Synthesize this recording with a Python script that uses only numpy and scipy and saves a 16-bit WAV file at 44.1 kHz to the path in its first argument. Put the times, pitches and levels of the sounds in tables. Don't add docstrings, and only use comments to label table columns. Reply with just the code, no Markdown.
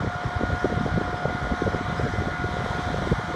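import sys
import numpy as np
from scipy import signal
from scipy.io import wavfile
from scipy.ndimage import uniform_filter1d

SR = 44100
rng = np.random.default_rng(int(sys.argv[2]) if len(sys.argv) > 2 else 0)


def output_pcm(signal):
    pcm = np.clip(np.atleast_2d(signal).T, -1, 1) * 32767
    wavfile.write(sys.argv[1], SR, np.round(pcm).astype(np.int16))


def linear_from_db(decibels):
    return 10 ** (np.asarray(decibels, float) / 20)


N = 147735

# [f/Hz, density/dB per Hz]
ROAR = [(300, -10), (750, -1), (1400, -3), (2400, -12.5), (3500, -15.5), (6300, -24), (11200, -40.5),
        (12400, -46.5)]
# [t/s, level/dB]
NEARNESS = [(0, -48), (.7, -46.5), (1.1, -47.5), (2.05, -45.5), (2.35, -47), (2.8, -44), (3.35, -46)]
# [f/Hz, share]
SOIL_ECHO = [(490, 0.41), (1500, 0.16), (2620, 0.66), (4800, 0.16), (10000, 0.098)]
ROAR_DB, NEAR_REF_DB, TREBLE_HZ = -35, -44, 3800
NOTCH_HZ, NOTCH_SPACING_HZ = 2632, 2230

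# [f/Hz, width/Hz, level/dB]
GEAR_TONES = [(932, 10, -54), (1030, 8, -51), (1084, 8, -51), (1226, 12, -53), (1395, 25, -50),
              (1868, 12, -59), (4660, 35, -70), (5131, 40, -67), (5600, 65, -69), (1340, 160, -48),
              (2150, 200, -54), (2400, 130, -60), (3200, 300, -58)]
# [t/s, level/dB]
FAN_LOAD = [(0, -52), (.2, -55), (1.15, -56), (1.3, -51), (1.6, -50), (2.0, -54), (2.12, -47.5),
            (2.9, -50.5), (3.35, -53)]
FAN_HZ, FAN_WIDTH_HZ = 2028, 14

# [t/s, peak level/dB, f/Hz]
SQUEAKS = [(.205, -45, 5120), (.235, -43, 5160), (.36, -43, 5110), (.595, -40, 5150), (.62, -42, 5600),
           (.79, -47, 5130), (1.165, -43, 5130), (1.23, -42, 5130), (1.34, -44, 4650), (1.42, -46, 5900),
           (1.555, -43, 5920), (1.615, -46, 5900), (1.733, -40, 5200), (1.975, -39, 4960),
           (1.98, -39, 5130), (2.025, -40, 5130), (2.045, -40, 5130), (2.12, -41, 5080), (2.215, -49, 5600)]
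SQUEAK_S, SQUEAK_DB = .008, -9.5

# [t/s, f/Hz, level/dB]
PUMP = [(0.0, 1429, -41), (0.1, 1432, -39), (.3, 1434, -38), (1.6, 1435, -38), (1.9, 1434.5, -40),
        (2.9, 1435, -39.5), (3.35, 1436, -41)]
# [t/s, depth/dB]
WHINE_FADES = [
    (.265, -12),
    (.69, -20),
    (.87, -10),
    (1.85, -8),
    (2.52, -11),
    (2.83, -9),
    (3.14, -11),
    (3.27, -10),
]
LOW_PARTIAL_DB, THIRD_PARTIAL_DB, PUMP_WAVER_DB = 1.3, -25, .95
FADE_HALF_S = .009

# [t/s, peak level/dB, swirl f/Hz]
THUMPS = [(0.013, -21, 110), (0.078, -21, 88), (0.262, -16.5, 101), (0.367, -16.5, 91.5),
          (0.442, -18, 84.5), (0.496, -19, 102), (0.775, -16, 119), (0.947, -19, 129), (0.965, -18, 130),
          (0.979, -14, 194), (1.256, -20, 148), (1.43, -18, 117), (1.443, -23, 100), (1.656, -18.5, 88),
          (1.67, -24.5, 166), (1.99, -23, 137), (2.035, -18, 201), (2.044, -19, 128), (2.054, -16.5, 193),
          (2.138, -21, 91), (2.188, -19, 100.3), (2.275, -16, 179), (2.453, -20, 95), (2.794, -21, 195),
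          (2.876, -23, 126), (2.943, -22.5, 84.4), (2.998, -23, 109.1), (3.12, -11, 149),
          (3.134, -17.5, 90.5), (3.189, -22, 139)]
# [t/s, peak level/dB, swirl f/Hz]
FLUTTERS = [(0.047, -18.5, 410), (0.074, -21.5, 236), (0.412, -19, 295), (0.435, -17, 490),
            (0.437, -17, 227), (0.647, -10, 374), (0.657, -15.5, 337), (0.812, -16.5, 205),
            (0.857, -17.5, 226), (0.864, -16, 467), (0.976, -21.5, 480), (1.014, -18, 377),
            (1.256, -13, 540), (1.352, -20.5, 225), (1.522, -17.5, 218), (1.622, -13, 357),
            (1.668, -16.5, 520), (1.678, -14, 430), (1.747, -18.5, 407), (1.812, -20.5, 292),
            (1.999, -16.5, 445), (2.071, -22, 487), (2.221, -19.5, 355), (2.945, -19.5, 467),
            (3.074, -20.5, 357), (3.117, -19, 390), (3.127, -15.5, 505), (3.132, -19.5, 219)]
# [t/s, peak level/dB, swirl f/Hz]
PUFFS = [(0.535, -19.5, 108), (0.649, -25, 162), (0.723, -18.5, 196), (0.727, -19, 467), (0.742, -27, 200),
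         (0.802, -21, 148), (0.84, -29, 149), (0.925, -21.5, 104), (0.98, -16, 390), (1.018, -22.5, 182),
         (1.056, -27, 79), (1.516, -21, 64.6), (1.539, -22, 364), (1.629, -21, 144), (1.673, -24, 444),
         (1.68, -19, 163), (1.751, -23, 175), (1.761, -24, 147), (1.923, -24.5, 136), (2.065, -19, 477),
         (2.139, -22, 336), (2.284, -20.5, 525), (2.316, -24.5, 86), (2.402, -23.5, 76),
         (2.444, -19.5, 377), (2.54, -24, 154), (2.662, -22.5, 576), (2.667, -25.5, 95), (2.708, -21, 125),
         (2.755, -24, 109)]
# [t/s, peak level/dB, swirl f/Hz]
MORE_EDDIES = [(0.159, -23, 119), (0.244, -26, 405), (.41, -21, 585), (0.545, -25, 250), (.659, -17.5, 610),
               (0.706, -25, 370), (0.994, -26, 286), (1.084, -28.5, 222), (1.13, -25.5, 384), (1.284, -24, 160),
               (1.355, -23, 112), (1.47, -21.5, 593), (1.885, -25, 123), (2.207, -24, 83), (2.569, -20.5, 490),
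               (2.591, -22, 107), (2.618, -25, 124), (2.99, -21.5, 635), (3.022, -20, 113), (3.303, -32, 276)]
# [t/s, peak level/dB, swirl f/Hz]
ROLLS = [(.533, -27, 70), (.567, -32, 71), (.743, -33, 71), (.945, -26, 70), (1.306, -33.5, 75),
         (1.691, -25, 65.3), (1.751, -23, 70), (2.09, -26, 75.5), (2.251, -39, 70), (2.828, -30, 70),
         (2.865, -26, 75.4), (2.905, -29, 75), (3.288, -30, 81), (.673, -23, 160), (.836, -23, 175),
         (1.882, -27, 160), (2.016, -27, 160), (2.923, -26, 166), (3.247, -24.5, 150)]
# [t/s, peak level/dB, swirl f/Hz]
FLICKS = [(.779, -21.5, 281), (1.258, -22, 850), (2.661, -29, 850), (3.345, -25, 456), (.914, -32, 300),
          (1.095, -30, 335), (1.158, -30, 306), (1.328, -27, 304), (2.341, -27, 324), (2.399, -28, 274),
          (2.49, -25.5, 296), (2.906, -25.5, 258), (3.309, -27, 290), (.077, -27, 480), (.531, -29, 510),
          (1.052, -37, 500), (1.145, -29, 473), (2.607, -24, 450), (2.62, -28.5, 660), (2.659, -25, 624),
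          (2.789, -30, 446), (3.196, -26, 450), (3.303, -24.5, 524)]
# [t/s, level/dB]
BREEZE = [(0, -28.5), (.19, -37), (.5, -33.5), (.6, -33.5), (.85, -31.5), (1.1, -32), (1.2, -30.5),
          (1.39, -33.5), (1.5, -31), (1.58, -31.5), (1.7, -31.5), (1.94, -32.5), (2.14, -30), (2.36, -32),
          (2.7, -31.5), (2.84, -30.5), (3.0, -29), (3.35, -34)]
# [swirl f/Hz, level/dB]
SMALL_EDDIES = [(40, -19.5), (70, 3), (110, -1), (180, 2), (300, -5), (450, -3.5), (620, 1)]
# [t/s, depth/dB]
LULLS = [(.135, -3), (.195, -4), (.36, -2), (.6, -6), (.89, 2.5), (1.115, -3), (1.2, -4), (1.385, -5),
         (1.57, -4), (1.845, 0), (2.365, -5.5), (2.48, -5), (2.515, 1.5), (2.68, -2.5), (2.835, -10),
         (3.225, -5.5), (3.265, -4)]
SMALL_DB, SMALL_PER_S, SMALL_SPREAD_DB = 0.5, 520, 1.04
CLUMP_DB, LULL_HALF_S = 0.5, .018
WAKE_S, WAKE_SHARE, CALM_DB = 0.016, 0.24, -34
EDDY_TURNS, QUICK_LONGER = .5, .3
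GLIDE = .3

LOW_CUT_HZ, FADE_IN_S = 28, .004


def evened(x):
    return x / np.sqrt(np.mean(x ** 2) + 1e-20)


def read(points, hz):
    f, value = np.transpose(points)
    return np.interp(np.log(hz + 1), np.log(f + 1), value)


def curve(table, t, axis=1):
    columns = np.transpose(table)
    return np.interp(t, columns[0], columns[axis])


def dips(rows, half_s, t):
    return sum(db * np.exp(-.5 * ((t - s) / half_s) ** 2) for s, db in rows)


def wander(t, top_hz):
    coarse = np.linspace(0, t[-1], num=1000)
    rates = np.geomspace(top_hz / 20, top_hz, num=16)
    slow = sum(np.sin(2 * np.pi * (f * coarse + rng.random())) / np.sqrt(f) for f in rates)
    return np.interp(t, coarse, evened(slow))


def swirl(hz, width_s, turn, glide=0.):
    t = np.arange(-2048, 2049) / SR
    bell = np.exp(-.5 * (t / width_s) ** 2)
    turns = hz * t * (1 + .5 * glide * t / width_s) + turn
    return bell * np.cos(2 * np.pi * turns)


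def scatter(rows, width_of, glide=0.):
    out = np.zeros(N + 4097)
    for s, db, hz in rows:
        turn, slide = rng.random(2)
        at = round(s * SR)
        out[at:at + 4097] += linear_from_db(db) * swirl(hz, width_of(hz), turn, glide * (2 * slide - 1))
    return out[2048:2048 + N]


def roar():
    frames, hz = N // 128 + 5, np.fft.rfftfreq(512, 1 / SR)
    t = np.arange(frames) * 128 / SR
    real, imaginary, patches = rng.standard_normal((frames, len(hz), 3)).T
    patches = uniform_filter1d(patches, size=6, axis=0)
    patches = evened(uniform_filter1d(patches, size=24, axis=1))
    treble = (hz / (hz + TREBLE_HZ))[:, None]
    nearness_db = 2.1 * (curve(NEARNESS, t) - NEAR_REF_DB)
    flicker_db = 0.5 * wander(t, 40)
    field_db = read(ROAR, hz)[:, None] + 1.16 * patches + treble * (nearness_db + flicker_db)
    notch_hz = NOTCH_HZ * (1 + 0.01 * wander(t, 1.8))
    share = np.clip(read(SOIL_ECHO, hz), 0, 1)[:, None]
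    comb = 1 - share * np.exp(-2j * np.pi * (hz[:, None] - notch_hz) / NOTCH_SPACING_HZ)
    spectrum = (real + 1j * imaginary) * linear_from_db(field_db) * comb
    noise = signal.istft(spectrum, nperseg=512, noverlap=384)[1][:N]
    return linear_from_db(ROAR_DB) * evened(noise)


def gears():
    t, out = np.arange(N) / SR, np.zeros(N)
    fan = (FAN_HZ, FAN_WIDTH_HZ, curve(FAN_LOAD, t))
    for hz, width, db in [*GEAR_TONES, fan]:
        pole = np.exp(-np.pi * width / SR)
        fuzz = rng.standard_normal((N, 2)) @ [1, 1j]
        for _ in range(2):
            fuzz = signal.lfilter([1], [1, -pole], fuzz)
        tone = (fuzz * np.exp(2j * np.pi * hz * t)).real
        out += linear_from_db(db + 1.3 * wander(t, 3.1)) * evened(tone)
    return out


def squeaks():
    rows = [(s + SQUEAK_S, db, hz) for s, db, hz in SQUEAKS]
    return linear_from_db(SQUEAK_DB) * scatter(rows, lambda hz: SQUEAK_S)


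def pump():
    t = np.arange(N) / SR
    half_phase = np.pi * np.cumsum(curve(PUMP, t)) / SR
    load_db = curve(PUMP, t, axis=2)
    partials_db = (LOW_PARTIAL_DB, dips(WHINE_FADES, FADE_HALF_S, t), THIRD_PARTIAL_DB)
    out = np.zeros(N)
    for k, db in enumerate(partials_db, start=1):
        level = linear_from_db(load_db + db + k * PUMP_WAVER_DB * wander(t, 20))
        out += level * np.sin(k * (half_phase + .2 * wander(t, 15)))
    return np.sqrt(2) * out


def eddy_s(hz):
    return EDDY_TURNS * (hz / 100) ** QUICK_LONGER / hz


def small_eddies():
    strength = linear_from_db(SMALL_SPREAD_DB * np.minimum(rng.exponential(1, N), 4))
    hits = strength * (rng.random(N) < SMALL_PER_S / SR)
    sizes = np.geomspace(35, 640, num=24)
    kind, out = rng.integers(0, len(sizes), N), np.zeros(N)
    for k, hz in enumerate(sizes):
        shape = linear_from_db(read(SMALL_EDDIES, hz)) * np.sqrt(hz) * swirl(hz, 0.61 / hz, rng.random())
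        out += signal.oaconvolve(hits * (kind == k), shape, "same")
    return evened(out)


def wind():
    big = sum(scatter(rows, eddy_s, GLIDE) for rows in (THUMPS, FLUTTERS, PUFFS, MORE_EDDIES, ROLLS, FLICKS))
    t, span = np.arange(N) / SR, round(WAKE_S * SR)
    power = uniform_filter1d(uniform_filter1d(big ** 2, span), span)
    wake_db = 10 * np.log10(abs(power) + linear_from_db(2 * CALM_DB))
    gust_db = curve(BREEZE, t) + WAKE_SHARE * (wake_db - wake_db.mean())
    gust_db += CLUMP_DB * wander(t, 25.4) + dips(LULLS, LULL_HALF_S, t)
    return big + linear_from_db(SMALL_DB + gust_db) * small_eddies()


def scene():
    return (roar() + gears() + squeaks() + pump() + wind())[None]


def top_cut(x):
    return signal.sosfilt(signal.butter(12, 15010, fs=SR, output="sos"), x)


def record(dry):
    cut = signal.lfilter(*signal.butter(2, LOW_CUT_HZ, "high", fs=SR), dry)
    fade_in = np.minimum(np.arange(N) / SR / FADE_IN_S, 1)
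    return top_cut(cut * fade_in)


dry = scene()
out = record(dry)
output_pcm(out)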